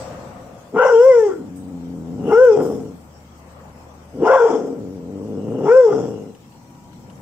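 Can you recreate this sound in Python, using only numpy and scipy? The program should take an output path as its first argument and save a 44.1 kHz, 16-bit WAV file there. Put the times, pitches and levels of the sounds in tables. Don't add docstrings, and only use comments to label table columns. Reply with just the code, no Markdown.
import sys
import numpy as np
from scipy import signal
from scipy.fft import rfft, irfft, next_fast_len
from scipy.io import wavfile
from scipy.ndimage import uniform_filter1d, minimum_filter1d, map_coordinates

SR = 44100
rng = np.random.default_rng(int(sys.argv[2]) if len(sys.argv) > 2 else 0)


def gain_from_decibels(decibels):
    exponent = np.asarray(decibels, float) / 20
    return 10 ** exponent


def store_pcm(level_fs):
    pcm = np.round(np.clip(level_fs, -1, 1) * 32767).astype(np.int16)
    wavfile.write(sys.argv[1], SR, np.atleast_2d(pcm).T)


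N = 318005
TIME = np.arange(N) / SR

# (time [s], pitch [Hz], level [dB], jaw drop: overtone lift [dB])
HOWLS = [
    [(.76, 421, -20.5, -1.5), (.81, 505, -11.5, 4.5), (.87, 522.2, -15.5, 2), (.96, 442.2, -8.5, -4.5),
     (1.08, 542.5, -7, -4), (1.15, 481, -9.5, -4.5), (1.27, 405.8, -16, -8), (1.33, 350.5, -31.5, 5.5),
     (1.5, 205, -46, -23)],
    [(2.28, 378.3, -28.5, -18), (2.33, 415, -14, 9.5), (2.39, 495.6, -8, 4), (2.43, 523.5, -5, 0.5),
     (2.47, 490, -8, -3), (2.52, 419.6, -10, -4), (2.56, 406.3, -19, -9)],
    [(4.17, 220, -50, -26), (4.22, 340, -22, -32), (4.27, 449, -13, -6), (4.31, 521.7, -11.5, 2),
     (4.36, 536.5, -11.5, 0.5), (4.385, 506, -18.5, 6.5), (4.43, 459.6, -8.5, -10), (4.55, 440, -31.5, -17)],
    [(5.64, 369, -29.5, -28.5), (5.69, 435, -10, -2), (5.73, 499.5, -8.5, 2.5), (5.78, 529.8, -5, 2.5),
     (5.83, 493, -9.5, -15.5), (5.88, 418.8, -11, -5.5), (5.93, 401, -21, 8)],
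]
# (clear from [s], clear until [s], least hoarseness [0-1])
CLEAR_SPANS = [
    (.95, 1.24, .05),
    (2.37, 2.51, .06),
    (4.42, 4.43, .52),
    (5.73, 5.86, .1),
]
SECOND_DB = [0, -3.5, -0.5, -3]
UPPER_DB = [1, -3, 0, -5]
# (frequency [Hz], level [dB])
JAW = [(650, -31.5), (850, -17), (980, -24.5), (1080, -20), (1280, -31), (1450, -18), (1600, -31.5)]
# (frequency [Hz], level [dB])
UPPER = [(1500, -4.5), (2100, -2.5), (2600, -11), (3400, -16), (4000, -38), (5300, -19), (7500, -18.5),
         (8500, -45.5)]
# (frequency [Hz], width [Hz], level [dB])
RASP = [
    [(886, 390, 0)],
    [(1397, 46, 0)],
]
# (time [s], effort [dB], mouth opening [0-1])
GROWLS = [
    [(.75, -19, 0.5), (.86, -28.5, 1), (1.27, -41.5, 0.9), (1.47, -35, 0), (2.18, -30, 0.33),
     (2.34, -20.5, 0.86), (2.58, -23.5, 0.86), (2.72, -28, 0.71), (2.95, -38, 0.33)],
    [(4.15, -33, .15), (4.28, -16, 0.94), (4.54, -24.5, 0.9), (4.77, -31, 0.31), (5, -35.5, 0.2),
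     (5.55, -25.5, 0.38), (5.71, -23, 0.94), (6, -26.5, 0.86), (6.31, -39.5, 0.35)],
]
# (mouth shut [dB], mouth open [dB])
THROAT_RING_DB = [(-20, 11), (-7.5, 5.4)]
# (time [s], rate [1/s])
SLAPS = [(.7, 150), (.9, 230), (1.35, 170), (1.5, 88), (1.7, 92), (2.1, 83), (2.3, 150), (2.6, 140),
         (2.82, 118), (2.95, 80), (4.1, 100), (4.5, 325), (4.7, 262), (4.8, 110), (4.9, 88), (5.4, 102),
         (5.65, 150), (6.35, 95)]
# (frequency [Hz], width [Hz], level [dB])
CHEST = [(145, 116.5, 0), (287.5, 53.6, 1.5)]
THROAT = [(440, 84, 12.5), (670, 1100, -22.5)]
MOUTH = [(662, 120.3, 9.5), (833, 530, 0.5), (1357, 120, 0), (2000, 130, -36), (2530, 74, -36.5),
         (3330, 390, -21.5)]
TEETH = [(3410, 330, -4), (5450, 440, 0), (6150, 110, -1), (6330, 310, -6), (7580, 610, -6)]
# (time [s], level [dB], rise [dB/s])
WHISTLES = [
    (.79, -38, 894.5),
    (2.28, -46, 259),
    (4.25, -44.5, 408),
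    (5.62, -54.5, 47),
    (6.15, -57.5, 41.5),
]
# (time [s], peak [dB])
TAGS = [
    (.997, -57),
    (1.046, -55),
    (1.5589, -48),
]
# (frequency [Hz], level [dB], t60 [s])
TIN = [(7101, -5, .22), (8086, 3, .35), (11670, -9, .1), (12800, -16, .05), (14700, -10, .05)]
# (time [s], peak [dB], fading [s])
STEPS = [(0.849, -65.5, 0.33), (1.001, -56.5, 0.025), (1.047, -54.5, 0.034), (1.2, -54, 0.033),
         (1.572, -67.5, 0.022), (2.31, -58, 0.12), (2.451, -50.5, 0.013), (2.641, -48.5, 0.086),
         (2.809, -59.5, 0.016), (4.659, -65.5, 0.032), (5.66, -73, 0.23), (5.92, -71.5, 0.17)]
# (time [s], peak [dB], frequency [Hz])
TICKS = [
    (3.199, -46.5, 780.2),
    (6.349, -43.5, 2893),
    (6.52, -47, 2770),
    (6.7, -53, 2950),
    (6.748, -52, 3000),
    (6.93, -43, 1410),
    (7.099, -41.5, 2940),
]
# (frequency [Hz], density [dB/Hz])
STRAW = [(4120, -20.5), (7000, -4), (8130, -3.5), (9510, -12), (14900, -12), (15500, -11)]
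# (delay [s], left [dB], right [dB])
WALLS = [(.011, -16, -24), (.019, -21, -12), (.034, -19, -22), (.052, -16, -21)]
# (frequency [Hz], t60 [s])
HOUSES = [(200, 0.5), (500, 0.42), (2000, 0.1), (8000, 0.22)]
# (time [s], level [dB])
TRAFFIC = [(0, -42.5), (.24, -41), (.68, -50), (3, -51.5), (3.2, -50.5), (3.75, -45), (3.87, -48),
           (6.4, -49.5), (7, -46.5), (7.21, -43.5)]
# (time [s], level [dB])
IDLE = [(0, -44.5), (.86, -59), (2.1, -47.5), (4.22, -44.5), (4.45, -60), (5, -49), (5.4, -63),
        (7.21, -52.5)]
# (time [s], level [dB])
WHINE = [(6.3, -76.5), (6.55, -56.5), (7.1, -55.5), (7.21, -58.5)]
# (time [s], level [dB])
FADING = [(0, -35.5), (.2, -40), (.7, -48.5), (1, -79.5)]
# (frequency [Hz], density [dB/Hz])
RUMBLE = [(13, -54), (22, -23.5), (43, -5.5), (81, -17), (103, 1.5), (129, 4.5), (252, 1), (372, -8.5),
          (450, -21.5), (580, -38), (990, -120)]
ROAR = [(210, -56), (350, -7.5), (376, -13.5), (501, -0.5), (633, -6), (830, -4.5), (1400, -14),
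        (3000, -30), (3900, -61.5), (6600, -120)]
LEAVES = [(1180, -27.5), (2000, -0.5), (2610, -3.5), (3070, -1), (3550, -6), (5220, -2.5), (5890, 0),
          (6640, -6.5), (8080, -2.5), (9190, -37), (15500, -19.5)]
# (frequency [Hz], left-right likeness [-1 to 1])
ALIKE = [(60, 0.89), (180, 0.97), (550, 0.73), (1650, -0.21), (4970, -0.11), (15000, 0.32)]
# (frequency [Hz], left minus right [dB])
TILT = [(60, 2), (130, 2), (290, 2), (640, 4), (1410, 5), (3100, 7), (6820, -0.5), (15000, -7)]
HOARSE_START, CLEARS_S, BREAKS_S, BREAKS_BY = .85, .06, .075, .45


def unit(x):
    return x / np.sqrt(np.mean(x ** 2) + 1e-20)


def along(points, hz):
    f, v = np.transpose(points)
    return np.interp(np.log(hz + 1), np.log(f + 1), v)


def curves(rows):
    s, *cols = np.transpose(rows)
    return [np.interp(TIME, s, c) for c in cols]


def sounding(rows, fade_s):
    inside_s = np.minimum(TIME - rows[0][0], rows[-1][0] - TIME)
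    return np.clip(inside_s / fade_s + 1, 0, 1) ** 2


def peak(s, rise_db_s, fall_db_s):
    return np.where(TIME < s, rise_db_s * (TIME - s), fall_db_s * (s - TIME))


def wobble(rate_hz):
    return map_coordinates(rng.standard_normal(int(N * rate_hz / SR) + 4), [TIME * rate_hz])


def filtered(x, response):
    m = next_fast_len(N + SR // 2)
    return irfft(rfft(x, m) * response(np.fft.rfftfreq(m, 1 / SR)), m)[..., :N]


def ringing(x, modes):
    def response(f):
        total = 0
        for k, (center, width, db) in enumerate(modes):
            resonance = 1j * f * width / (center ** 2 - f * f + 1j * f * width)
            total = total + (-1) ** k * gain_from_decibels(db) * resonance
        return total
    return unit(filtered(x, response))


def patchy(x, depth_db):
    z = signal.stft(x, nperseg=512)[2]
    field = uniform_filter1d(rng.standard_normal(z.shape[1:]), size=3, axis=0)
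    field = uniform_filter1d(field, size=12, axis=1)
    return signal.istft(z * gain_from_decibels(depth_db * unit(field)), nperseg=512)[1][:, :N]


def rush(spectrum, patchy_db):
    def mid_side(hz):
        turn = np.arccos(np.clip(along(ALIKE, hz), -1, 1)) / 2
        return gain_from_decibels(along(spectrum, hz)) * np.array([np.cos(turn), np.sin(turn)])
    mid, side = filtered(patchy(rng.standard_normal((2, N)), patchy_db), mid_side)
    return np.array([mid + side, mid - side]) / np.std(mid)


def howl():
    hoarse = hoarseness()
    pitch_hz = uniform_filter1d(curves(np.concatenate(HOWLS))[0], size=1500)
    phase = 2 * np.pi * np.cumsum(pitch_hz) / SR
    gate = 1 + 1.4 * np.sin(phase)
    rasps = []
    for jaw in RASP:
        rasp = ringing(gate * rng.standard_normal(N), jaw)
        rasps.append(ringing(rasp, [(jaw[0][0], 300, 0)]))
    voice = np.zeros(N)
    for rows, second_db, upper_db in zip(HOWLS, SECOND_DB, UPPER_DB):
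        level_db, jaw_db = curves(rows)[1:]
        on = sounding(rows, fade_s=0.014)
        part = on > 0
        rough, hz, lift_db = hoarse[part], pitch_hz[part], jaw_db[part]
        for k in range(1, 17):
            shake, flutter = rough * wobble(120)[part], rough * wobble(70)[part]
            db = level_db[part]
            if k == 2:
                db = db + along(JAW, k * hz) + 20 * rough + 0.13 * lift_db + second_db
            elif k == 3:
                db = db + along(JAW, k * hz) + 20 * rough + lift_db
            elif k > 3:
                db = db + along(UPPER, k * hz) - 36 + 5 * rough + .4 * lift_db + upper_db
            drift_db = 0
            if k > 1:
                drift_db = 1.2 * wobble(16)[part] if k < 4 else 5.5 * wobble(24)[part]
            jitter = (.75 if k == 1 else 1.6) * (shake + .02 * k * wobble(60)[part])
            tone = np.sqrt(2) * gain_from_decibels(drift_db + 3.5 * flutter) * np.sin(k * phase[part] + jitter)
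            if k in (2, 3):
                lost = np.maximum(rough, np.clip((395 - hz) / 30, 0, 1))
                tone = np.sqrt(1 - lost) * tone + np.sqrt(lost) * 0.71 * rasps[k - 2][part]
            voice[part] += on[part] * gain_from_decibels(db) * tone
    return voice


def hoarseness():
    rows = []
    for cry, (start, end, least) in zip(HOWLS, CLEAR_SPANS):
        rows += [(cry[0][0], HOARSE_START), (start - CLEARS_S, HOARSE_START), (start, least), (end, least),
                 (end + BREAKS_S, least + BREAKS_BY)]
    return curves(rows)[0]


def crying():
    hush_s, return_s = 0.072, 0.036
    share = 0
    for cry, (_, end, _) in zip(HOWLS, CLEAR_SPANS):
        onset, release = (TIME - cry[0][0]) / hush_s, (end + BREAKS_S - TIME) / return_s
        share = share + np.clip(np.minimum(onset, release), 0, 1)
    return share * np.clip((curves(np.concatenate(HOWLS))[0] - 380) / 70, 0, 1)


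def fold_slaps(rate_hz, uneven):
    cycles = np.cumsum(rate_hz * (1 + .05 * wobble(15))) / SR
    at = np.flatnonzero(np.diff(np.floor(cycles)))
    late, strength = rng.standard_normal((2, len(at)))
    shift = (.45 * uneven[at] * late * SR / rate_hz[at]).astype(int)
    slaps = np.zeros(N)
    strength_db = (.7 + 2 * uneven[at]) * strength
    np.add.at(slaps, np.clip(at + shift, 0, N - 1), gain_from_decibels(strength_db) / np.sqrt(rate_hz[at]))
    return slaps


def growl():
    rate_hz, = curves(SLAPS)
    uneven = .5 * np.clip((rate_hz - 77) / (148 - 77), 0, 1)
    slaps = fold_slaps(rate_hz, uneven)
    puffs = unit(signal.fftconvolve(slaps, np.exp(-np.arange(600) / 130))[:N])
    slaps = unit(slaps)
    air = rng.standard_normal((4, N))

    low = lambda hz: 1 / (1 + (hz / 750) ** 4) / (1 + (90 / (hz + 1)) ** 4)
    thud = filtered(slaps + 0.91 * uneven * puffs * air[0], low)
    chest = ringing(ringing(thud, CHEST), [(220, 1100, 0)])
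    deep = filtered(chest, lambda hz: 1 / (1 + (hz / 190) ** 4))
    chest = chest - np.interp(rate_hz, (105, 175), (0, 1)) * deep
    throat = ringing(ringing(thud + 0.15 * air[1], THROAT), [(464, 220, 0)])
    mouth = ringing(ringing(0.64 * slaps + puffs * air[1], MOUTH), [(960, 3900, 0)])

    dark = lambda hz: 1 / (1 + (hz / 8400) ** 12) / (1 + gain_from_decibels(15.5) * np.exp(-((hz - 4100) / 450) ** 2))
    breath = filtered(gain_from_decibels(1.2 * wobble(45)) * (.7 + .5 * puffs) * air[2:], dark)
    breath = ringing(patchy(breath, 3.5), TEETH)
    whistle = ringing(gain_from_decibels(2.5 * wobble(40)) * air[2:], [(2830, 200, 0)])
    whistle = ringing(whistle, [(2850, 400, 0)])

    body = 0
    hiss = sum(gain_from_decibels(db + peak(s, rise_db_s, fall_db_s=91)) for s, db, rise_db_s in WHISTLES) * whistle
    cry = crying()
    clear = cry * np.clip(1 - hoarseness() / HOARSE_START, 0, 1)
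    for rows, ring_db in zip(GROWLS, THROAT_RING_DB):
        effort_db, opening = curves(rows)
        throat_db = np.interp(opening, (0, 1), ring_db)
        mouth_db = effort_db + np.interp(opening, (0, 1), (-30.5, -3.5)) - 29 * clear
        breath_db = np.interp(opening, (0, 1), (-80, -42.5))
        chest_db = effort_db - 30 * cry
        on = sounding(rows, fade_s=0.035)
        body = body + on * (gain_from_decibels(chest_db) * (chest + gain_from_decibels(throat_db) * throat) + gain_from_decibels(mouth_db) * mouth)
        hiss = hiss + on * gain_from_decibels(breath_db) * breath
    return body, hiss


def collar():
    out, t = np.zeros(N + SR), TIME[:SR // 2]
    for s, db in TAGS:
        ring = 0
        for hz, mode_db, t60_s in TIN:
            decay_db = db + mode_db + rng.normal(0, 2) - 60 * t / t60_s
            ring = ring + gain_from_decibels(decay_db) * np.sin(2 * np.pi * hz * t)
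        out[round(s * SR):][:len(t)] += ring * (1 - np.exp(-t / .002))
    return out[:N]


def lawn():
    drop_db, rise_share = 11, 0.3
    rustle = gain_from_decibels(-65)
    for s, db, fade_s in STEPS:
        rustle = rustle + gain_from_decibels(db + peak(s, drop_db / rise_share / fade_s, drop_db / fade_s))
    out, t = np.zeros((2, N + SR)), TIME[:1500]
    for s, db, hz in TICKS:
        burst = 2 * gain_from_decibels(-60 * t / .012) * np.sin(2 * np.pi * hz * t) + rng.standard_normal((2, len(t)))
        envelope = gain_from_decibels(db - 1.0 - 60 * t / 0.074) * (1 - np.exp(-t / .001))
        out[:, round(s * SR):round(s * SR) + len(t)] += envelope * burst
    soft = filtered(out[:, :N], lambda hz: 1 / (1 + (hz / 6000) ** 2))
    return soft + rustle * gain_from_decibels(1.2 * wobble(67)) * rush(STRAW, patchy_db=-4.0)


def yard(x):
    hz, t, z = signal.stft(rng.standard_normal((2, SR // 2)), SR, nperseg=256)
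    decay = gain_from_decibels(-60 * t / along(HOUSES, hz)[:, None])
    tail = signal.istft(z * decay, SR, nperseg=256)[1]
    reply = np.pad(gain_from_decibels(-15.5) * tail / np.linalg.norm(tail[0]), ((0, 0), (1300, 0)))
    for s, left_db, right_db in WALLS:
        reply[:, round(s * SR)] += gain_from_decibels([left_db, right_db])
    return signal.fftconvolve(x[None], reply, axes=1)[:, :N]


def street():
    rumble_db, = curves(TRAFFIC)
    roar_db = rumble_db - np.interp(TIME, (3.5, 7.3), (0, 7))
    leaves_db = -67 + 17 * np.exp(-TIME / 0.19)
    noise = gain_from_decibels(rumble_db + 1.5 + 1.5 * wobble(2.4)) * rush(RUMBLE, patchy_db=0.0)
    noise += gain_from_decibels(roar_db - 0.73 + 0.78 * wobble(29)) * rush(ROAR, patchy_db=2.3)
    noise += gain_from_decibels(leaves_db + 3.5 + 0.52 * wobble(30)) * rush(LEAVES, patchy_db=3.5)

    firing_phase = 2 * np.pi * np.cumsum(77.5 + 2.4 * wobble(23)) / SR
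    hum = gain_from_decibels(curves(IDLE)[0] + 0.62 * wobble(2.1)) * np.sin(firing_phase)
    motor_noise = ringing(rng.standard_normal(N), [(818, 25, -5), (963, 10, 0)])
    whine = gain_from_decibels(curves(WHINE)[0]) * (np.sin(2 * np.pi * 963 * TIME) + .6 * motor_noise)
    diffuse = rng.standard_normal((2, N)) + 2 * rng.standard_normal(N)
    echo = ringing(diffuse, [(523, 51, 3.5), (715, 66, -3.0), (1210, 98, -10.0)])
    return noise + hum + whine + gain_from_decibels(curves(FADING)[0]) * echo


def scene():
    body, hiss = growl()
    shade = lambda hz: 1 / (1 + gain_from_decibels(30.0) * np.exp(-((hz - 4150) / 380) ** 2))
    dog = filtered(howl() + body, shade) + collar()
    lag = lambda hz: np.exp(-2j * np.pi * hz * np.array([[1], [-1]]) * 4e-5)
    direct = filtered(np.array([dog, dog]), lag)
    return direct + yard(dog) + hiss + lawn() + street()


def top_cut(x):
    return signal.sosfilt(signal.butter(12, 16650, fs=SR, output="sos"), x)


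def record(dry):
    ports = lambda hz: gain_from_decibels(along(TILT, hz) / 2 * np.array([[1], [-1]])) * (hz < 15600)
    x = filtered(dry, ports)
    needed = np.minimum(1, .93 / (np.abs(x).max(axis=0) + 1e-9))
    x = x * uniform_filter1d(minimum_filter1d(needed, size=441), size=221)
    return top_cut(x)


dry = scene()
out = record(dry)
store_pcm(out)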